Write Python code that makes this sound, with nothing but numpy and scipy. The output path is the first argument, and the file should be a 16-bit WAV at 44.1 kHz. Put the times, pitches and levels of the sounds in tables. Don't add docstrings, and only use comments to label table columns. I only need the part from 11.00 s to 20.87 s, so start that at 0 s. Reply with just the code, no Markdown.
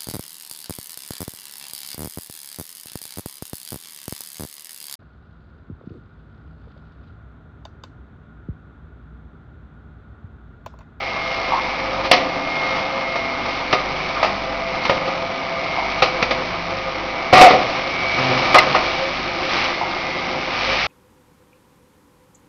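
import sys
import numpy as np
from scipy import signal
from scipy.fft import rfft, irfft, next_fast_len
from scipy.io import wavfile

SR = 44100
rng = np.random.default_rng(int(sys.argv[2]) if len(sys.argv) > 2 else 0)


def store_wav(level_fs):
    pcm = np.round(np.clip(np.atleast_2d(level_fs), -1, 1) * 32767)
    wavfile.write(sys.argv[1], SR, pcm.T.astype(np.int16))


N = 435266
TIME = np.arange(N) / SR

# time in seconds, gain in dB.
APPROACH = [(0, -8.5), (1.2, 0)]
# frequency in Hz, density in dB per Hz.
PLATE = [(30, -23.5), (130, -10), (370, -3.5), (440, -7), (520, 1.5), (750, 0.5), (1000, -1), (1250, 2.5),
         (1550, -11), (1950, -2), (2700, -4), (3200, -10), (4100, -9.5), (5200, -14.5), (6500, -22)]


def amp(db):
    return 10 ** (np.asarray(db) / 20)


def evened(x):
    return x / np.sqrt(np.mean(x ** 2) + 1e-20)


def read(points, hz):
    f, value = np.transpose(points)
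    return np.interp(np.log(hz + 1), np.log(f + 1), value)


def curves(rows, t=TIME):
    s, *columns = np.transpose(rows)
    return [np.interp(t, s, c) for c in columns]


def add(mix, s, sound):
    part = mix[round(s * SR):][:len(sound)]
    part += sound[:len(part)]


def coloured(x, colour):
    size = next_fast_len(len(x) + 4096)
    gain = amp(colour(np.fft.rfftfreq(size, 1 / SR)))
    return irfft(rfft(x, size) * gain, size)[:len(x)]


def drift(rate, size=N):
    knots = rng.standard_normal(8192)
    joined = np.interp(np.arange(size) / SR * rate, np.arange(len(knots)), knots)
    return joined * np.sqrt(3 / 2)


def casing(hz):
    # frequency in Hz, width in Hz, lift in dB.
    resonances = [(372, 30, 2), (520.3, 23, 13), (660, 120, 4), (755, 34, 4.5), (1218, 71, 6),
                  (2243, 590, 4)]
    return sum(db / (1 + (2 * (hz - f) / width) ** 2) for f, width, db in resonances)


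def partial(turns, k, db, waver_db, smear):
    level = amp(db + waver_db * drift(6.6)) * np.sqrt(2)
    phase = 2 * np.pi * (k * turns + rng.random()) + smear * drift(14)
    return level * np.sin(phase)


def hum_noise(width_hz=22):
    # time in seconds, level in dB before a 3.5 dB trim, centre of the band in Hz.
    band = [(0, -58, 330), (1.25, -29, 287.6), (1.8, -42.5, 278), (4.0, -41, 298), (6.2, -38.5, 335),
            (6.9, -33, 354), (8.7, -30.5, 346), (9.87, -39, 350)]
    db, hz = curves(band)
    lowpass = signal.butter(2, width_hz, fs=SR, output="sos")
    narrow = signal.sosfilt(lowpass, rng.standard_normal((2, N)))
    turn = np.exp(2j * np.pi * np.cumsum(hz) / SR)
    return amp(db - 3.5) * evened(((narrow[0] + 1j * narrow[1]) * turn).real)


def motor():
    # multiple of the shaft rate, level in dB before beating, beat depth 0-1.
    deep_partials = [(2, -45, 0.6), (4, -48.5, .5)]
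    # multiple of the shaft rate, level in dB once the microphone is near.
    shaft_orders = [(6, -51.5), (7, -47), (8, -48), (10, -46), (11, -48.5), (12, -47), (13, -60.5),
                    (14, -52.5), (15, -48.5)]
    shaft_hz, beat_s, first_beat_s = 24.9, 2.33, .72
    turns = shaft_hz * TIME
    beat = np.cos(2 * np.pi * (TIME - first_beat_s) / beat_s)
    deep = sum((1 + depth * beat) * partial(turns, k, db, waver_db=2.5, smear=.15)
               for k, db, depth in deep_partials)
    orders = sum(partial(turns, k, db, waver_db=4.0, smear=0.35) for k, db in shaft_orders)
    return deep + amp(curves(APPROACH)[0]) * orders


def gears(turns):
    # multiple of the tooth rate, mean level in dB.
    weak_partials = [(6, -39), (9, -45.5), (13, -59), (15, -41), (18, -46.5), (19, -54.5)]
    # time in seconds, level in dB.
    growl = [(0.0, -32), (0.87, -41.5), (2.32, -30.5), (2.87, -42.5), (3.69, -27), (4.07, -42),
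             (4.22, -29.5), (6.34, -39.5), (6.59, -34), (7.31, -37), (9.85, -44.5)]
    # time in seconds, level in dB.
    whine_16th = [(0.0, -33), (0.2, -28), (0.82, -32.5), (0.97, -45), (1.62, -25), (1.9, -31),
                  (2.07, -27.5), (3.47, -42), (3.87, -28), (4.22, -44.5), (4.74, -30), (5.29, -42.0),
                  (7.08, -30.5), (7.31, -45), (9.08, -31.5), (9.85, -53)]
    # time in seconds, level in dB.
    whine_17th = [(0.0, -34), (0.42, -49), (0.72, -29.5), (1.15, -46.5), (3.09, -34), (3.72, -42.0),
                  (5.09, -31.5), (5.86, -41.5), (6.36, -29), (6.73, -40), (7.078, -24), (9.2, -45.5),
                  (9.5, -35), (9.85, -47)]
    fourth = partial(turns, 4, -40, waver_db=6, smear=.7)
    fifth = partial(turns, 5, curves(growl)[0], waver_db=1.5, smear=0.14)
    singing = sum(partial(turns, k, curves(level)[0], waver_db=.9, smear=.08)
                  for k, level in ((16, whine_16th), (17, whine_17th)))
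    weak = sum(partial(turns, k, db, waver_db=2, smear=0.77) for k, db in weak_partials)
    return fourth + fifth + singing + weak


def drum_levels():
    # crest in seconds,
    # rise in seconds, fall in seconds, rustle swell in dB, rumble swell in dB.
    swells = [(.4, 0.23, 0.63, -30.5, -29), (1.7, 0.21, 0.24, -31, -27), (3.2, 0.7, 0.14, -31.5, -38),
              (3.88, 0.097, 0.11, -28, -36), (4.95, 0.3, 0.56, -30.5, -32.5),
              (6.52, .06, 0.29, -27.5, -26.5), (7.38, 0.24, 0.35, -21.5, -22.5), (7.9, .16, .22, -25, -38),
              (8.59, 0.11, 0.11, -20.5, -25.5), (9.77, 0.18, 0.23, -20, -26.5)]
    rumble_db, rustle_db = -26, -30
    nearing_share = 0.32
    unlatch_s, unlatched_db = 6.33, 3
    rumble_power = amp(rumble_db + nearing_share * curves(APPROACH)[0]) ** 2
    rustle_power = amp(rustle_db + unlatched_db * (TIME > unlatch_s)) ** 2
    for crest, rise, fall, rustle_swell_db, rumble_swell_db in swells:
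        swell = np.exp(-((TIME - crest) / np.where(TIME < crest, rise, fall)) ** 2)
        rumble_power = rumble_power + swell * amp(rumble_swell_db) ** 2
        rustle_power = rustle_power + swell * amp(rustle_swell_db) ** 2
    return np.sqrt(rumble_power), np.sqrt(rustle_power)


def drum(turns, chatter=0.09, throb=0.063, flutter_db=2.0, lump_db=1.2, wander_db=-0.13):
    # frequency in Hz, density in dB per Hz.
    rumble_colour = [(20, -6), (50, -7.5), (110, -2.5), (190, -2.5), (330, -3.5), (440, -3), (700, 1),
                     (1000, 2.5), (1280, 1), (1450, -5.5), (1750, -8.5), (2600, -16), (6000, -24.5)]
    # frequency in Hz, density in dB per Hz.
    rustle_colour = [(100, -11), (500, -7.5), (1500, 1), (2000, 2.5), (2400, 6), (2600, 2.5), (2850, 3.5),
                     (3150, 1), (4400, 0), (5300, -4), (6500, -13.5)]
    rumble_gain, rustle_gain = drum_levels()
    tooth = np.cos(2 * np.pi * turns)
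    shake = rng.standard_normal(N) * (1 + chatter * tooth) * amp(lump_db * drift(35))
    rumble = evened(coloured(shake, lambda hz: read(rumble_colour, hz) + casing(hz)))
    tooth_throb = 1 + throb * (tooth + np.cos(4 * np.pi * turns))
    rough = rng.standard_normal(N) * amp(flutter_db * drift(700)) * tooth_throb
    rustle = evened(coloured(rough, lambda hz: read(rustle_colour, hz) + casing(hz)))
    return rumble_gain * rumble + rustle_gain * amp(wander_db * drift(5)) * rustle


def clunk(db, hz, t60, octaves=0.33, rise_s=.0012):
    t = np.arange(SR // 2) / SR
    noise = rng.standard_normal(len(t))
    hollow = coloured(noise, lambda f: -20 * np.log10(1 + (np.log2((f + 1) / hz) / octaves) ** 4))
    return amp(db - 60 * t / t60) * (1 - np.exp(-t / rise_s)) * evened(hollow)


def scuff(length, db, grit_db=3):
    size = round(length * SR)
    grit = rng.standard_normal(size) * amp(grit_db * drift(150, size))
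    stroke = evened(coloured(grit, lambda hz: read(PLATE, hz)))
    return amp(db) * stroke * signal.windows.tukey(size, .5)


def rub(rows, tone, jitter):
    t = np.arange(rows[0][0], rows[-1][0], 1 / SR)
    hz, squeal_db, scrape_db = curves(rows, t)
    turns = np.cumsum(hz * (1 + jitter * drift(217.4, len(t)))) / SR
    squeal = evened(sum(amp(db) * np.sin(2 * np.pi * k * turns) for k, db in tone))
    slips = rng.standard_normal(len(t)) * (1 + .3 * np.cos(2 * np.pi * turns))
    scrape = evened(coloured(slips, lambda hz: read(PLATE, hz) + 0.69 * casing(hz)))
    return rows[0][0], amp(squeal_db) * squeal + amp(scrape_db) * scrape


def knock(level_db, treble_db, bass_db, ring_hz, t60, modes_db=-3, crack_db=3, crack_s=0.007,
          favour_db=11, rise_s=0.0015):
    # frequency in Hz, relative level in dB, t60 in seconds.
    steel_modes = [(371, -14, 0.25), (507.3, -4.5, 0.14), (547.5, -6, 0.15), (628.5, -6, 0.22),
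                   (733, -4.5, 0.25), (799.4, -5, 0.15), (1062, -9.5, 0.25), (1232, -2.5, 0.12),
                   (1404, -10.5, 0.16), (1930, -10, 0.25), (2125, -4, 0.1), (2530, -8.5, .14),
                   (2530, -15, 0.068), (3375, -11, 0.077), (4380, -17, 0.092), (4800, -13, 0.13)]
    t = np.arange(SR // 2) / SR
    tilt = [(380, bass_db), (760, 0), (1300, 0), (2200, treble_db + 8.0)]  # (Hz, dB)
    ring_and_crack = amp(-60 * t / max(t60, .02)) + amp(crack_db) * np.exp(-t / crack_s)
    burst = rng.standard_normal(len(t)) * ring_and_crack
    dense = coloured(burst, lambda hz: read(PLATE, hz))
    modes = np.zeros(len(t))
    for hz, db, ring_s in steel_modes:
        lift_db = favour_db / (1 + ((hz - ring_hz) / 50) ** 2)
        decay = amp(db + lift_db - 60 * t / ring_s)
        modes += rng.choice([-1, 1]) * decay * np.sin(2 * np.pi * hz * t)
    blow = coloured(evened(dense) + amp(modes_db) * evened(modes), lambda hz: read(tilt, hz))
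    blow = blow * (1 - np.exp(-t / rise_s))
    return amp(level_db) * blow / np.std(blow[:SR // 50])


def workshop(x):
    # frequency in Hz, t60 in seconds.
    room = [(100, 0.94), (600, 0.83), (2500, 0.34), (6500, 0.34)]
    taps = rng.choice([-1., 1.], SR) * (rng.random(SR) < 2500 / SR)
    taps = taps * (TIME[:SR] > .009)
    hz, t, bands = signal.stft(taps, SR, nperseg=256)
    tail = signal.istft(bands * amp(-60 * t / read(room, hz)[:, None]), SR, nperseg=256)[1]
    return signal.fftconvolve(x, tail / np.linalg.norm(tail))[:N]


def scene():
    # start in seconds, level in dB before a 10.5 dB trim,
    # treble in dB before an 8 dB lift, bass in dB, most favoured ring in Hz, ring t60 in seconds.
    knocks = [(1.113, 6, -0.5, 0.5, 720, 0.18), (1.131, -1, -3, 6.5, 513, 0.24),
              (2.156, -10.5, -8, 1, 520, 0.28), (2.727, 0.5, -7.5, 4, 1250, .16),
              (3.228, -1.5, -9.5, -6, 627, 0.28), (3.245, -5, -17, -4, 745, 0.28),
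              (3.895, 0, -12, 7.5, 577, 0.17), (4.076, -10.5, -9, 1, 1250, 0.2),
              (5.021, 2.5, -5.5, 1, 505, 0.22), (5.225, -2.5, -6, 2.5, 510, 0.086),
              (5.308, -4.5, -7, 1.5, 960, 0.12), (6.327, 3, -11.5, 8, 566, 0.28),
              (6.333, 3, -4, 6, 750, 0.32), (6.367, 0, -9, -3, 726, 0.28), (6.411, 11, -8.5, 5, 545, 0.16),
              (6.506, 0, -12, 6, 545, 0.2), (6.532, -5, -24, 11, 540, 0.53),
              (7.543, 5, -12, -4.5, 1220, 0.18), (7.551, 1.5, -16, 1, 1225, 0.19),
              (7.556, 2.5, -17, -11, 797, .2), (7.584, -2, 0, -7, 2050, 0.1),
              (7.632, -7.5, -12.5, -0.5, 630, 0.18), (7.747, -0.5, -15.5, -11, 1166, 0.11),
              (7.761, -4.5, -11, -1, 635, .14)]
    # start in seconds, level in dB, pitch in Hz, t60 in seconds.
    clunks = [(.520, -12, 960, 0.31), (3.16, -20.5, 1100, 0.26), (4.773, -18, 840, 0.41),
              (8.81, -17, 836, 0.33)]
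    # start in seconds, length in seconds, level in dB.
    scuffs = [(1.028, 0.062, -23), (1.62, 0.23, -27.5), (2.421, 0.22, -28), (3.842, 0.038, -20)]
    # time in seconds, pitch in Hz, squeal level in dB, scrape level in dB.
    screech = [(6.327, 744.5, -9, -20), (6.35, 740.4, -13, -10.5), (6.38, 747, -11, -7),
               (6.43, 733.7, -0.5, -7), (6.493, 722.5, -4.5, -13), (6.503, 704, -23, -12.5),
               (6.66, 730, -33, -37)]
    # time in seconds, pitch in Hz, squeal level in dB, scrape level in dB.
    groan = [(7.13, 133.5, -53, -51), (7.19, 130.7, -26, -20), (7.3, 129.7, -22, -30.5),
             (7.37, 129.5, -23.5, -28), (7.44, 127.9, -34, -33), (7.52, 132, -30.5, -38),
             (7.7, 140.1, -34.5, -41), (7.9, 152, -40, -42)]
    # time in seconds, pitch in Hz, squeal level in dB, scrape level in dB.
    squeak = [(7.575, 700, -29, -31), (7.585, 701, -6, -26), (7.592, 686, -6, -24), (7.604, 680, -29, -34)]
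    # multiple of the pitch, relative level in dB.
    screech_tone = [(1, -5), (2, -25), (3, -23.5), (4, -33)]
    # multiple of the pitch, relative level in dB.
    groan_tone = [(1, 1), (2, -0.5), (3, -8.5), (4, -16), (5, -15.5), (6, -5), (7, -26)]
    # multiple of the pitch, relative level in dB.
    squeak_tone = [(1, -17), (2, -20.5), (3, 8), (4, -1.5), (5, -18), (6, -1)]
    mesh_hz = 133.9
    turns = np.cumsum(mesh_hz * (1 + 0.00049 * drift(3))) / SR
    machine = hum_noise() + motor() + gears(turns) + drum(turns)
    blows, rubs = np.zeros(N), np.zeros(N)
    for s, *blow in clunks:
        add(blows, s, clunk(*blow))
    for s, *stroke in scuffs:
        add(rubs, s, scuff(*stroke))
    add(rubs, *rub(screech, screech_tone, jitter=0.034))
    add(rubs, *rub(groan, groan_tone, jitter=0.031))
    add(rubs, *rub(squeak, squeak_tone, jitter=0.026))
    for s, *blow in knocks:
        add(blows, s, amp(-10.5) * knock(*blow))
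    echo = workshop(amp(-10.5) * blows + amp(-16.5) * rubs)
    return (machine + blows + rubs + echo)[None]


def record(dry, hardness=7):
    # frequency in Hz, gain in dB.
    mic_edge = [(5600, -1.5), (6100, -6.5), (6500, -13.5), (6900, -25), (7300, -54), (8000, -85)]
    dull = coloured(dry[0], lambda hz: read(mic_edge, hz))
    over = np.maximum(abs(dull) - (1 - 1 / hardness), 0)
    clipped = dull - np.sign(dull) * (over - np.tanh(hardness * over) / hardness)
    clipped = clipped * signal.windows.tukey(N, .001)
    band_limit = signal.firwin(255, 15300, window=("kaiser", 9), fs=SR)
    return signal.oaconvolve(clipped, band_limit, "same")[None]


dry = scene()
out = record(dry)
store_wav(out)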